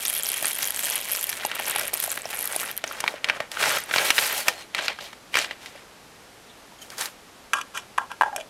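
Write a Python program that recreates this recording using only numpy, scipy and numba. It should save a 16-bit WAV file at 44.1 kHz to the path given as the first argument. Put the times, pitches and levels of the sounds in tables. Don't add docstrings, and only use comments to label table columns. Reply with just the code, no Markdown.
import sys
import numpy as np
from scipy import signal
from scipy.fft import rfft, irfft
from scipy.io import wavfile
from scipy.ndimage import uniform_filter1d
from numba import njit

SR = 44100
rng = np.random.default_rng(int(sys.argv[2]) if len(sys.argv) > 2 else 0)


def generate_wav(sig):
    pcm = np.round(np.clip(np.atleast_2d(sig).T, -1, 1) * 32767).astype(np.int16)
    wavfile.write(sys.argv[1], SR, pcm)


def ratio_of_db(decibels):
    return 10 ** (np.asarray(decibels, float) / 20)


N = 374409
TIME = np.arange(N) / SR

# (time [s], hold [s], level [dB], crispness [dB])
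SHAKES = [(0.033, 0.12, -37.5, 4.5), (0.26, 0.13, -36.5, 3.5), (0.444, 0.06, -38, 7),
          (0.582, 0.11, -35.5, 3.5), (0.78, 0.077, -39.5, 9.5), (0.893, 0.2, -36, 0.5),
          (1.092, 0.14, -41, 6), (1.299, 0.033, -39, 4.5), (1.432, 0.021, -34.5, -7), (1.62, 0.24, -33, -3),
          (1.764, 0.1, -43, 3.5), (2, 0.023, -39, 9), (2.104, 0.052, -39, 2), (2.305, 0.25, -38, -0.5),
          (2.58, 0.08, -38.5, 3), (2.71, 0.011, -44, 2)]
BEAN_CYCLES = 20


@njit
def rings(start, hz, t60, size, n):
    y = np.zeros(n)
    for k in range(len(start)):
        turn = np.exp(2j * np.pi * hz[k] / SR - np.log(1000) / (t60[k] * SR))
        z = size[k] + 0j
        for i in range(start[k], min(n, start[k] + int(t60[k] * SR))):
            y[i] += z.imag
            z *= turn
    return y


def grains(s, hz, t60, size):
    s, hz, t60, size = (np.ravel(v) * 1. for v in np.broadcast_arrays(s, hz, t60, size))
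    start = np.clip(s * SR, 0, N - 1).astype(np.int64)
    return rings(start, np.clip(hz, 40, .42 * SR), np.abs(t60), size, N)


def tick(s, db, hz, cycles):
    slow_decay = grains(s, hz, cycles / hz, ratio_of_db(db + 8))
    fast_decay = grains(s, hz, cycles / 3 / hz, ratio_of_db(db + 8))
    return slow_decay - fast_decay


def bursts(s, db, hz, octaves, cycles, smear_s, count):
    chance = rng.random((len(s), 3, count))
    mode_hz = np.reshape(hz, (-1, 1)) * 2 ** (octaves * (2 * chance[:, 0] - 1))
    late = chance[:, 1] ** 2
    sign = np.sign(chance[:, 2] - .5)
    size = ratio_of_db(db[:, None] - 9 * late) * sign / np.sqrt(count / 3)
    return grains(s[:, None] + smear_s * late, mode_hz, cycles / mode_hz, size)


def gesture(s, hold_s, db, rise_db_s, fall_db_s):
    power = np.zeros(N)
    for start, hold, top_db in zip(s, hold_s, db):
        i = max(int((start - 50 / rise_db_s) * SR), 0)
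        j = int((start + hold + 50 / fall_db_s) * SR)
        t = TIME[i:j] - start
        rise_db = rise_db_s * np.minimum(t, 0)
        fall_db = fall_db_s * np.maximum(t - hold, 0)
        power[i:j] += ratio_of_db(top_db + rise_db - fall_db) ** 2
    return np.sqrt(power)


def hiss():
    # (frequency [Hz], level [dB per Hz])
    density = [(15, -37), (25, -9), (172, -5.5), (238, -3.5), (313, -4.5), (496, -4), (809, -5.5),
               (4990, -15), (12600, -22.5), (16500, -43)]
    hz, db = np.transpose(density)
    f = np.arange(N // 2 + 1) * SR / N + 1
    shape = ratio_of_db(np.interp(np.log(f), np.log(hz), db))
    noise = irfft(rfft(rng.standard_normal(N)) * shape, N)
    return noise * ratio_of_db(-49) / np.sqrt(np.mean(noise ** 2))


def crackle(moves, hollow_db, upper_db, rise_db_s, fall_db_s, body_share, spread_db, own_db, per_s, taut=1):
    # (frequency [Hz], spread [octaves], decay [cycles])
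    film_bands = [
        (2552, 0.95, 11),
        (680, 0.85, 10.5),
        (6000, 1.436, 27),
        (11500, 0.56, 4.8),
    ]
    # (time [s], frequency [Hz])
    crunch_pitch = [(0, 2830), (.7, 2530), (1.5, 2480), (3.5, 2070), (4.1, 2300), (4.95, 2750),
                    (5.03, 3600), (5.15, 2350), (5.4, 2780), (7, 1940)]
    patch_db = 2
    at, hold, db, crisp_db = np.transpose(moves)
    t0, t1 = max(at[0] - .2, 0), at[-1] + .6
    chance = rng.random((20000, 3 + 4 * len(film_bands)))[:int(per_s * (t1 - t0))].T
    s = t0 + chance[0] * (t1 - t0)
    crease_db = np.minimum(-spread_db * np.log(chance[1] + 1e-9), 4 * spread_db)

    flurry = rng.standard_normal(200)

    def swing(values):
        return np.interp((s - t0) / .03, np.arange(len(values)), values)

    crease_db = crease_db + 1.7 * swing(flurry)
    body = gesture(at, hold, db, body_share * rise_db_s, body_share * fall_db_s)
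    crisp = gesture(at, hold, db + crisp_db, rise_db_s, fall_db_s)
    gains = [body, body * ratio_of_db(hollow_db), np.sqrt(body * crisp) * ratio_of_db(upper_db), crisp]
    stretch = [1, 1, 1, taut]
    span, out = slice(int(t0 * SR), int(t1 * SR)), np.zeros(N)
    for k, (hz, octaves, cycles) in enumerate(film_bands):
        a, b, c, d = chance[3 + 4 * k:7 + 4 * k]
        center = hz if k else np.interp(s, *np.transpose(crunch_pitch))
        f = center * stretch[k] * 2 ** (octaves * (a + b - 1))
        patch = patch_db * swing(np.roll(flurry, 37 * k + 37))
        size = ratio_of_db(crease_db + patch + own_db * (2 * c - 1)) * np.sign(d - .5)
        band = grains(s, f, cycles / f, size)
        out += band / np.std(band[span]) * gains[k]
    return out


def rustle():
    # (time [s], hold [s], level [dB], crispness [dB])
    squeezes = [
        (3.63, 0.049, -24.5, -3.5),
        (3.7, 0.058, -29, -4.5),
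        (3.955, 0.014, -28.5, -3),
        (4.01, 0.072, -25, -5),
        (4.17, 0.019, -31, 4.5),
        (4.225, 0.052, -31, 1),
        (4.32, 0.059, -31.5, 1),
    ]
    # (time [s], hold [s], level [dB], crispness [dB])
    light_grips = [(2.87, 0.24, -42, -6.5), (3.02, 0.15, -43, -27), (3.25, 0.12, -38.5, -23),
                   (3.4, 0.029, -40.5, -23), (3.52, 0.018, -44.5, -3), (3.895, 0.0072, -34.5, -13),
                   (4.46, 0.0043, -43, -1), (4.483, 0.0074, -27.5, -7), (4.56, 0.051, -44.5, -7),
                   (4.755, 0.0063, -33.5, -26), (4.783, 0.008, -29.5, -21), (4.825, 0.023, -31.5, -15.5),
                   (4.89, 0.012, -33, -28), (5.012, 0.015, -34.5, -21), (5.028, 0.026, -38, -11),
                   (5.33, 0.004, -47, -3), (5.358, 0.021, -25, -16), (5.415, 0.012, -30, -14.5),
                   (5.5, 0.032, -45, -32), (5.61, 0.045, -47.5, -11), (5.66, 0.033, -45, -12),
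                   (5.76, 0.0066, -44.5, -18), (6.82, 0.0066, -54, 7), (6.92, 0.018, -45, -7),
                   (6.985, 0.016, -39, 2.5), (7.01, 0.0022, -29.5, 0.5)]
    filling_db = -11.0 + 2 * TIME
    grip_hollow_db = np.where(TIME < 4.6, -1.5, -7.5)
    pouring = crackle(SHAKES, filling_db, -7.5, 154, 187, 0.6, spread_db=4.0, own_db=5.0, per_s=2000)
    crumpling = crackle(KEEP_SQUEEZES := squeezes, -6.0, -1.2, 334, 208, 0.86,
                        spread_db=-0.5, own_db=5.0, per_s=5000, taut=1.03)
    gripping = crackle(light_grips, grip_hollow_db, 0.1, 870, 272, 0.96,
                       spread_db=3.0, own_db=3.5, per_s=4000)
    return pouring + crumpling + gripping


def snaps():
    # (time [s], peak level [dB], frequency [Hz], treble against peak [dB])
    pour_folds = [(0.053, -12, 2820, -1), (0.4453, -8.5, 2298, -23), (0.6288, -12.5, 3290, -10),
                  (0.792, -17, 3030, -2), (1.1499, -17, 2040, 6.5), (1.293, -14.5, 2870, 2),
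                  (1.328, -15, 2200, -11), (1.4496, -14, 2650, 3), (1.515, -10.5, 2170, -13.5),
                  (1.9354, -15.5, 2410, 5), (2.175, -15, 1870, -22), (2.8401, -10, 1870, -9),
                  (2.9114, -18, 1380, -28), (3.0038, -14.5, 2040, 6.5), (3.04, -13, 2700, -15),
                  (3.063, -19, 1890, -21), (3.0783, -3.5, 2520, -17), (3.244, -6, 3150, -14.5),
                  (3.2873, -7.5, 2120, -21), (3.2982, -2, 2400, -36), (3.4033, -9, 1850, -14),
                  (3.5162, -18.5, 3630, 0), (3.5709, -13.5, 1470, -22)]
    # (time [s], peak level [dB], frequency [Hz], treble against peak [dB])
    fist_folds = [(3.6258, -6.5, 2600, -15), (3.636, -17, 1700, -25), (3.639, -7.5, 1610, -20),
                  (3.658, -9, 2090, -10), (3.694, -13, 2000, -11), (3.703, -11, 1800, -15),
                  (3.715, -11, 1500, -25), (3.7704, -8.5, 1620, -25), (3.911, -9.5, 2010, -37),
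                  (3.938, -2.5, 1800, -39), (3.9609, -2.5, 1900, -10), (3.9827, 1, 3120, -31),
                  (4.1041, 2.5, 2400, -3), (4.181, 0.5, 2830, -13), (4.186, -4.5, 2360, -25),
                  (4.1879, -4, 2940, -19), (4.31, -18, 2300, -26), (4.3267, -17, 2950, -22),
                  (4.4827, 1, 2310, -3.5), (4.748, -7.5, 2630, -9), (4.7814, -11.5, 2360, -36),
                  (4.786, -15, 2700, -25), (4.79, -11, 2200, -25), (4.8819, -4, 3470, -19),
                  (4.9882, -18, 1520, -30), (5.1295, -21.5, 1550, -10), (5.342, -8.5, 3020, -10),
                  (5.3547, -4, 2360, -12), (5.3706, -3.5, 1880, -4.5), (5.3879, -2, 2900, -9),
                  (5.445, -11, 2800, -17), (5.5103, -12.5, 2010, -32), (5.66, -21, 3050, -8),
                  (6.9025, -24.5, 3590, -0.5), (6.982, -28, 3010, 9), (7.0569, -18, 2970, 6)]
    # (time [s], peak level [dB], frequency [Hz])
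    releases = [(3.6943, -13, 8400), (3.7222, -11, 12900), (3.762, -15, 13000), (3.7843, -13, 12800),
                (3.8046, -17, 12500), (3.8385, -18, 9300), (3.8606, -26, 13200), (4.0498, -13, 10200),
                (4.2291, -15, 12300), (4.2668, -11, 12000), (4.2988, -13, 13200), (4.3268, -8, 12900),
                (4.3423, -16, 13000), (4.3794, -13, 12300), (4.4047, -19, 12700), (4.4186, -26, 11100)]
    s, db, hz, treble_db = np.transpose(pour_folds + fist_folds)
    each = np.ones(len(s))
    contact = tick(s, db - 9.5, hz, 10.6)
    crack = bursts(s, db + 0.2, np.sqrt(3000 * hz), 0.75, cycles=7.7, smear_s=0.0065, count=30)
    upper = bursts(s, db + treble_db / 2 - 15.5, 4400 * each, 0.38, cycles=40.0, smear_s=0.002, count=16)
    treble = bursts(s, db + treble_db, 9000 * each, 0.89, cycles=19.0, smear_s=0.0065, count=30)
    s, db, hz = np.transpose(releases)
    return contact + crack + upper + treble + tick(s, db - 0.1, hz, BEAN_CYCLES)


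def bean_ticks():
    # (time [s], peak level [dB], frequency [Hz])
    bean_hits = [(0.0072, -18, 11900), (0.0194, -21, 10000), (0.0285, -17, 8600), (0.0516, -7, 12600),
                 (0.0632, -14, 6400), (0.072, -12, 8400), (0.0814, -5, 11000), (0.088, -17, 8200),
                 (0.095, -13, 11900), (0.099, -6, 10800), (0.13, -13, 11000), (0.1382, -8, 11600),
                 (0.1508, -10, 11700), (0.158, -15, 12100), (0.1656, -8, 11800), (0.17, -19, 11900),
                 (0.1774, -9, 11400), (0.1837, -10, 10700), (0.19, -11, 10800), (0.1967, -12.5, 9800),
                 (0.2254, -17, 7350), (0.234, -9, 11600), (0.2405, -22, 11100), (0.2457, -16, 8500),
                 (0.255, -18, 13000), (0.2592, -15.5, 5630), (0.268, -8, 12600), (0.277, -15, 11600),
                 (0.2884, -8, 11700), (0.29, -10, 11100), (0.301, -12, 8800), (0.318, -7, 11400),
                 (0.333, -17, 12200), (0.3427, -9, 10100), (0.3636, -17, 10000), (0.3694, -20, 6600),
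                 (0.372, -14, 11700), (0.379, -12, 11500), (0.4068, -18, 10100), (0.4263, -8, 11400),
                 (0.4348, -17, 11500), (0.4486, -18, 8200), (0.456, -4, 9200), (0.4636, -20, 11300),
                 (0.4688, -7, 11100), (0.4762, -20, 11200), (0.48, -14, 10200), (0.4825, -7, 11400),
                 (0.4986, -12, 12000), (0.5101, -13, 10200), (0.5309, -12, 11600), (0.533, -16, 10900),
                 (0.5472, -16, 9700), (0.5528, -13, 9600), (0.562, -15, 11600), (0.583, -22, 12300),
                 (0.587, -9, 12300), (0.5965, -21.5, 11900), (0.6044, -20, 11700),
                 (0.6232, -15, 6000), (0.6307, -11, 11300), (0.643, -12, 6940), (0.6546, -15, 9800),
                 (0.6739, -8, 11800), (0.683, -16, 11000), (0.706, -6, 11400), (0.7622, -12, 8100),
                 (0.7925, -8, 11800), (0.8032, -17, 8300), (0.809, -17, 13100), (0.8372, -13.5, 7740),
                 (0.8493, -11.5, 8300), (0.8558, -7, 12900), (0.8834, -20, 11400), (0.9001, -6.5, 10800),
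                 (0.9084, -12, 12100), (0.921, -16, 5800), (0.929, -12, 13000), (0.94, -15, 11800),
                 (0.944, -25, 11800), (0.956, -6, 10000), (0.9597, -9, 11600), (0.9787, -17, 11500),
                 (1.0044, -18, 11600), (1.013, -13, 11500), (1.085, -24, 10700), (1.0874, -14, 11500),
                 (1.0962, -30, 11100), (1.116, -7, 11300), (1.121, -6, 11700), (1.1303, -11, 11500),
                 (1.134, -7, 12200), (1.161, -9, 11800), (1.1704, -11, 11900), (1.1935, -16, 7300),
                 (1.211, -11, 12100), (1.2286, -11, 11000), (1.2325, -11, 12200), (1.241, -5, 11900),
                 (1.2688, -13, 11900), (1.293, -11, 11000), (1.299, -9, 11600), (1.3035, -20, 5700),
                 (1.328, -23, 5800), (1.361, -30, 8460), (1.4508, -13, 8000), (1.4625, -11, 11880),
                 (1.469, -15, 11500), (1.5507, -17, 11500), (1.5538, -17.5, 8800), (1.556, -13, 13100),
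                 (1.592, -19, 10300), (1.5982, -14.5, 11500), (1.6553, -20, 6000), (1.6659, -14, 10800),
                 (1.679, -13, 10800), (1.683, -12, 11900), (1.6972, -7.5, 11500),
                 (1.7097, -12, 8450), (1.7194, -17, 12200), (1.7521, -16, 10900), (1.7618, -5.5, 10500),
                  (1.7834, -9, 11100), (1.795, -8, 11400), (1.8533, -16, 10000), (1.8746, -14.5, 9300),
                  (1.88, -10, 11900), (1.9336, -17, 8200), (1.9398, -4, 11700), (1.948, -12, 12700),
                  (1.968, -20, 8200), (1.9736, -13, 10500), (2.001, -4, 12700), (2.026, -13, 9400),
                  (2.035, -14, 11500), (2.0395, -11, 10700), (2.0425, -24, 11400), (2.0474, -11, 10800),
                  (2.063, -16, 11600), (2.077, -19, 11800), (2.094, -17, 9900), (2.0994, -21, 7300),
                  (2.1036, -14, 7240), (2.1167, -7.5, 11300), (2.1212, -15, 13100), (2.1252, -14.5, 8250),
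                  (2.1601, -24, 10600), (2.1757, -19, 11400), (2.219, -19.5, 8000), (2.2554, -20, 5460),
                  (2.3454, -15, 11700), (2.3545, -17, 11200), (2.3717, -17, 8800), (2.3902, -8.5, 11400),
                  (2.4044, -16, 10900), (2.4098, -13, 11200), (2.421, -16, 11700), (2.4271, -8, 11600),
                  (2.442, -15, 9800), (2.4562, -8, 12000), (2.475, -9, 11700), (2.5251, -14.5, 9500),
                  (2.554, -19, 9600), (2.5627, -5, 10000), (2.5654, -16, 10700), (2.6024, -24, 8400),
                  (2.6081, -14, 11800), (2.6254, -26, 8200), (2.6507, -21, 10100), (2.656, -19, 10600),
                  (2.7132, -12.5, 12400), (2.7613, -34.5, 10800), (2.7665, -17, 12300), (2.7765, -7, 12300),
                  (2.841, -23, 5450), (2.8768, -19.5, 6300), (2.925, -21, 11700)]
    s, db, hz = np.transpose(bean_hits)
    each = np.ones(len(s))
    contact = tick(s, db, hz, BEAN_CYCLES)
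    shells = bursts(s, db - 11, 11300 * each, 0.35, cycles=36.0, smear_s=.004, count=10)
    bowl_db = db - 18 - 5 * s
    bowl = bursts(s, bowl_db, 3280 * each, 0.049, cycles=47.0, smear_s=0.0022, count=3)
    low = bursts(s, db - 17.0, 4500 * each, 0.88, cycles=28.0, smear_s=0.0014, count=6)
    return contact + shells + bowl + low


def stray_beans():
    at, hold, shake_db, crisp_db = np.transpose(SHAKES)
    chance = rng.random((600, 3)).T
    s = 2.9 * chance[0]
    hz = 11700 * 2 ** (0.2 * (chance[2] - .5))
    strays = bursts(s, 8 - 10 * chance[1], hz, 0.047, cycles=BEAN_CYCLES, smear_s=.0012, count=5)
    return strays * gesture(at, hold, shake_db + crisp_db, 430, 210)


def bean_thuds():
    # (time [s], peak level [dB], frequency [Hz])
    clumps = [(0.425, -26.5, 670), (1.45, -18, 826), (1.599, -24.5, 770), (1.76, -21, 790),
              (1.933, -23, 756), (2.078, -23.5, 675), (2.255, -23, 694), (2.338, -30.5, 700),
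              (2.562, -23.5, 680), (2.84, -21.5, 646), (3.04, -17.5, 920), (3.14, -27.5, 586),
              (3.369, -31, 710), (3.403, -18.5, 644), (5.753, -38, 596), (7.016, -29, 930)]
    s, db, hz = np.transpose(clumps)
    thump = grains(s, hz, 13.3 / hz, ratio_of_db(db + 5.5))
    return thump + bursts(s, db - 3.0, 0.79 * hz, 1.0, cycles=6.7, smear_s=0.00348, count=8)


def squeaks():
    # (time [s], length [s], start frequency [Hz], end frequency [Hz], level [dB], overtone [dB], waver [0-1])
    slips = [
        (4.385, .055, 4660, 4420, -38, -30, .03),
        (4.535, .115, 4370, 4100, -46, -30, .04),
        (6.485, .035, 3400, 3300, -49, -20, .9),
        (6.785, .012, 3150, 3150, -48, -2, .2),
        (6.81, .025, 3150, 3100, -42, -2, .2),
        (6.718, .012, 950, 950, -45, -30, .1),
    ]
    out = np.zeros(N)
    for s, length, hz0, hz1, db, over_db, rough in slips:
        n, i = int(length * SR), int(s * SR)
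        waver = uniform_filter1d(rng.standard_normal(8000), 90)[:n]
        hz = np.linspace(hz0, hz1, n) * (1 + rough * waver)
        phase = 2 * np.pi * np.cumsum(hz) / SR
        tone = np.sin(phase) + ratio_of_db(over_db) * np.sin(2.12 * phase)
        out[i:i + n] += ratio_of_db(db) * np.hanning(n) ** .5 * tone
    return out


def modes(s, db, table):
    hz, mode_db, t60 = np.transpose(table)
    chance = rng.standard_normal((len(s), 2, len(hz)))
    mode_hz = hz * (1 + 0.008 * chance[:, 0])
    return grains(s[:, None], mode_hz, t60, ratio_of_db(db[:, None] + mode_db + 2.0 * chance[:, 1]))


def lid():
    # (time [s], peak level [dB], main tone [Hz], shell [dB], treble [dB]); the main tone is the air
    # space, but the shell at 7.5354 s and the cup at 7.774 s
    contacts = [(7.533, -9.5, 1400, -8, -10.5), (7.5354, -16.5, 2480, -28, -27),
                (7.538, -12, 1140, -33, -17), (7.612, -34, 1320, 6.5, 4), (7.774, -26.5, 1730, 0, -2),
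                (7.978, -18.5, 1020, -8.5, -14), (7.982, -5.5, 1088, -26, -27.5),
                (8.115, -22.5, 1000, -13, -17), (8.21, -3, 960, -26, -29), (8.2189, -6, 940, -24, -28),
                (8.233, -9, 890, -27, -30), (8.328, -25.5, 810, -32, -29), (8.35, -35, 796, -25, -21),
                (8.361, -25.5, 696, -2, 3), (8.379, -24, 720, -33, -21), (8.4, -37, 710, -2, -5),
                (8.409, -39, 600, 5, -3)]
    # (time [s], hold [s], air space level [dB], cup and shell against it [dB, dB])
    slides = [
        (7.544, 0.042, -31, -2.5, -7),
        (7.748, 0.015, -39, 0, 1),
        (7.764, 0.0043, -42, 4, 8),
        (7.99, 0.033, -35, -5, -16),
        (8.105, 0.011, -43.5, 3, -8),
        (8.24, 0.036, -30.5, -6.5, -21),
        (8.31, 0.048, -39.5, -14, -22),
        (8.364, 0.037, -35.5, -27, -12),
    ]
    # (time [s], frequency [Hz])
    cavity = [
        (7.5, 1160),
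        (7.98, 1033),
        (8.21, 910),
        (8.3, 860),
        (8.37, 680),
        (8.49, 584),
    ]
    # (frequency [Hz], level [dB], t60 [s])
    cup_modes = [(1382, 0, 0.12), (1612, 3.5, 0.069), (1640, -18, 0.1)]
    # (frequency [Hz], level [dB], t60 [s])
    shell_modes = [(1950, -10, .015), (2460, -3, .04), (2710, -2, .022), (2990, -3, .035), (3290, -2, .02),
                   (4650, -10, .015)]
    s, db, hz, shell_db, treble_db = np.transpose(contacts)
    s = s + .0012
    knocks = tick(s - .0006, db, hz, 10) + tick(s - .0006, db - 7, 1600, 20)
    knocks = knocks + modes(s, db - 29.0, cup_modes) + modes(s, db + shell_db + 0.5, shell_modes)
    knocks = knocks + bursts(s, db + treble_db + 2.5, np.full(len(s), 8500.), 0.63,
                             cycles=107.0, smear_s=0.0017, count=20)

    when = 7.4 + 1.1 * rng.random(1400)
    chance = rng.standard_normal((2, len(when)))
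    air_hz = np.interp(when, *np.transpose(cavity)) * (1 + 0.064 * chance[0])
    air = grains(when, air_hz, 0.038, chance[1])
    cup = modes(when, 2.9 * chance[1], cup_modes)
    shell = modes(when, np.zeros(len(when)), shell_modes)
    shell = shell + bursts(when, np.full(len(when), 2.5), 7850.0, 0.61, 72.0, 0.0062, count=6)
    at, hold, air_db, cup_db, shell_db = np.transpose(slides)
    out = knocks
    for part, part_db in ((air, 0), (cup, cup_db), (shell, shell_db)):
        steady = part / np.std(part[int(7.5 * SR):])
        out = out + steady * gesture(at, hold, air_db + part_db, rise_db_s=1800, fall_db_s=343)
    return out


def counter(film):
    dull = signal.sosfilt(signal.butter(2, 1500, fs=SR, output="sos"), film)
    push = dull * rng.standard_normal(N)
    return ratio_of_db(-3) * signal.sosfilt(signal.butter(2, [90, 300], "band", fs=SR, output="sos"), push)


def room(x):
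    t60_s, tail_db = 0.033, -16.5
    t = TIME[:SR // 2]
    tail = rng.standard_normal(len(t)) * ratio_of_db(-60 * t / t60_s) * np.minimum(t / 0.004, 1)
    tail = signal.lfilter(*signal.butter(1, [1300, 5450], "band", fs=SR), tail)
    tail = tail / np.sqrt(np.sum(tail ** 2))
    return x + ratio_of_db(tail_db) * signal.fftconvolve(x, tail)[:N]


def scene():
    film = rustle() + snaps() + bean_ticks() + stray_beans() + bean_thuds()
    radiation = signal.butter(2, [484, 13740], "band", fs=SR, output="sos")
    near = signal.sosfilt(radiation, film + squeaks() + lid())
    return (room(near + counter(film)) + hiss())[None]


def top_cut(x):
    return signal.sosfilt(signal.butter(12, 15900, fs=SR, output="sos"), x)


def record(dry):
    ceiling = .72
    x = signal.sosfilt(signal.butter(6, 15600, fs=SR, output="sos"), dry)
    x = x / (1 + np.abs(x / ceiling) ** 6) ** (1 / 6)
    return top_cut(x)


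dry = scene()
out = record(dry)
generate_wav(out)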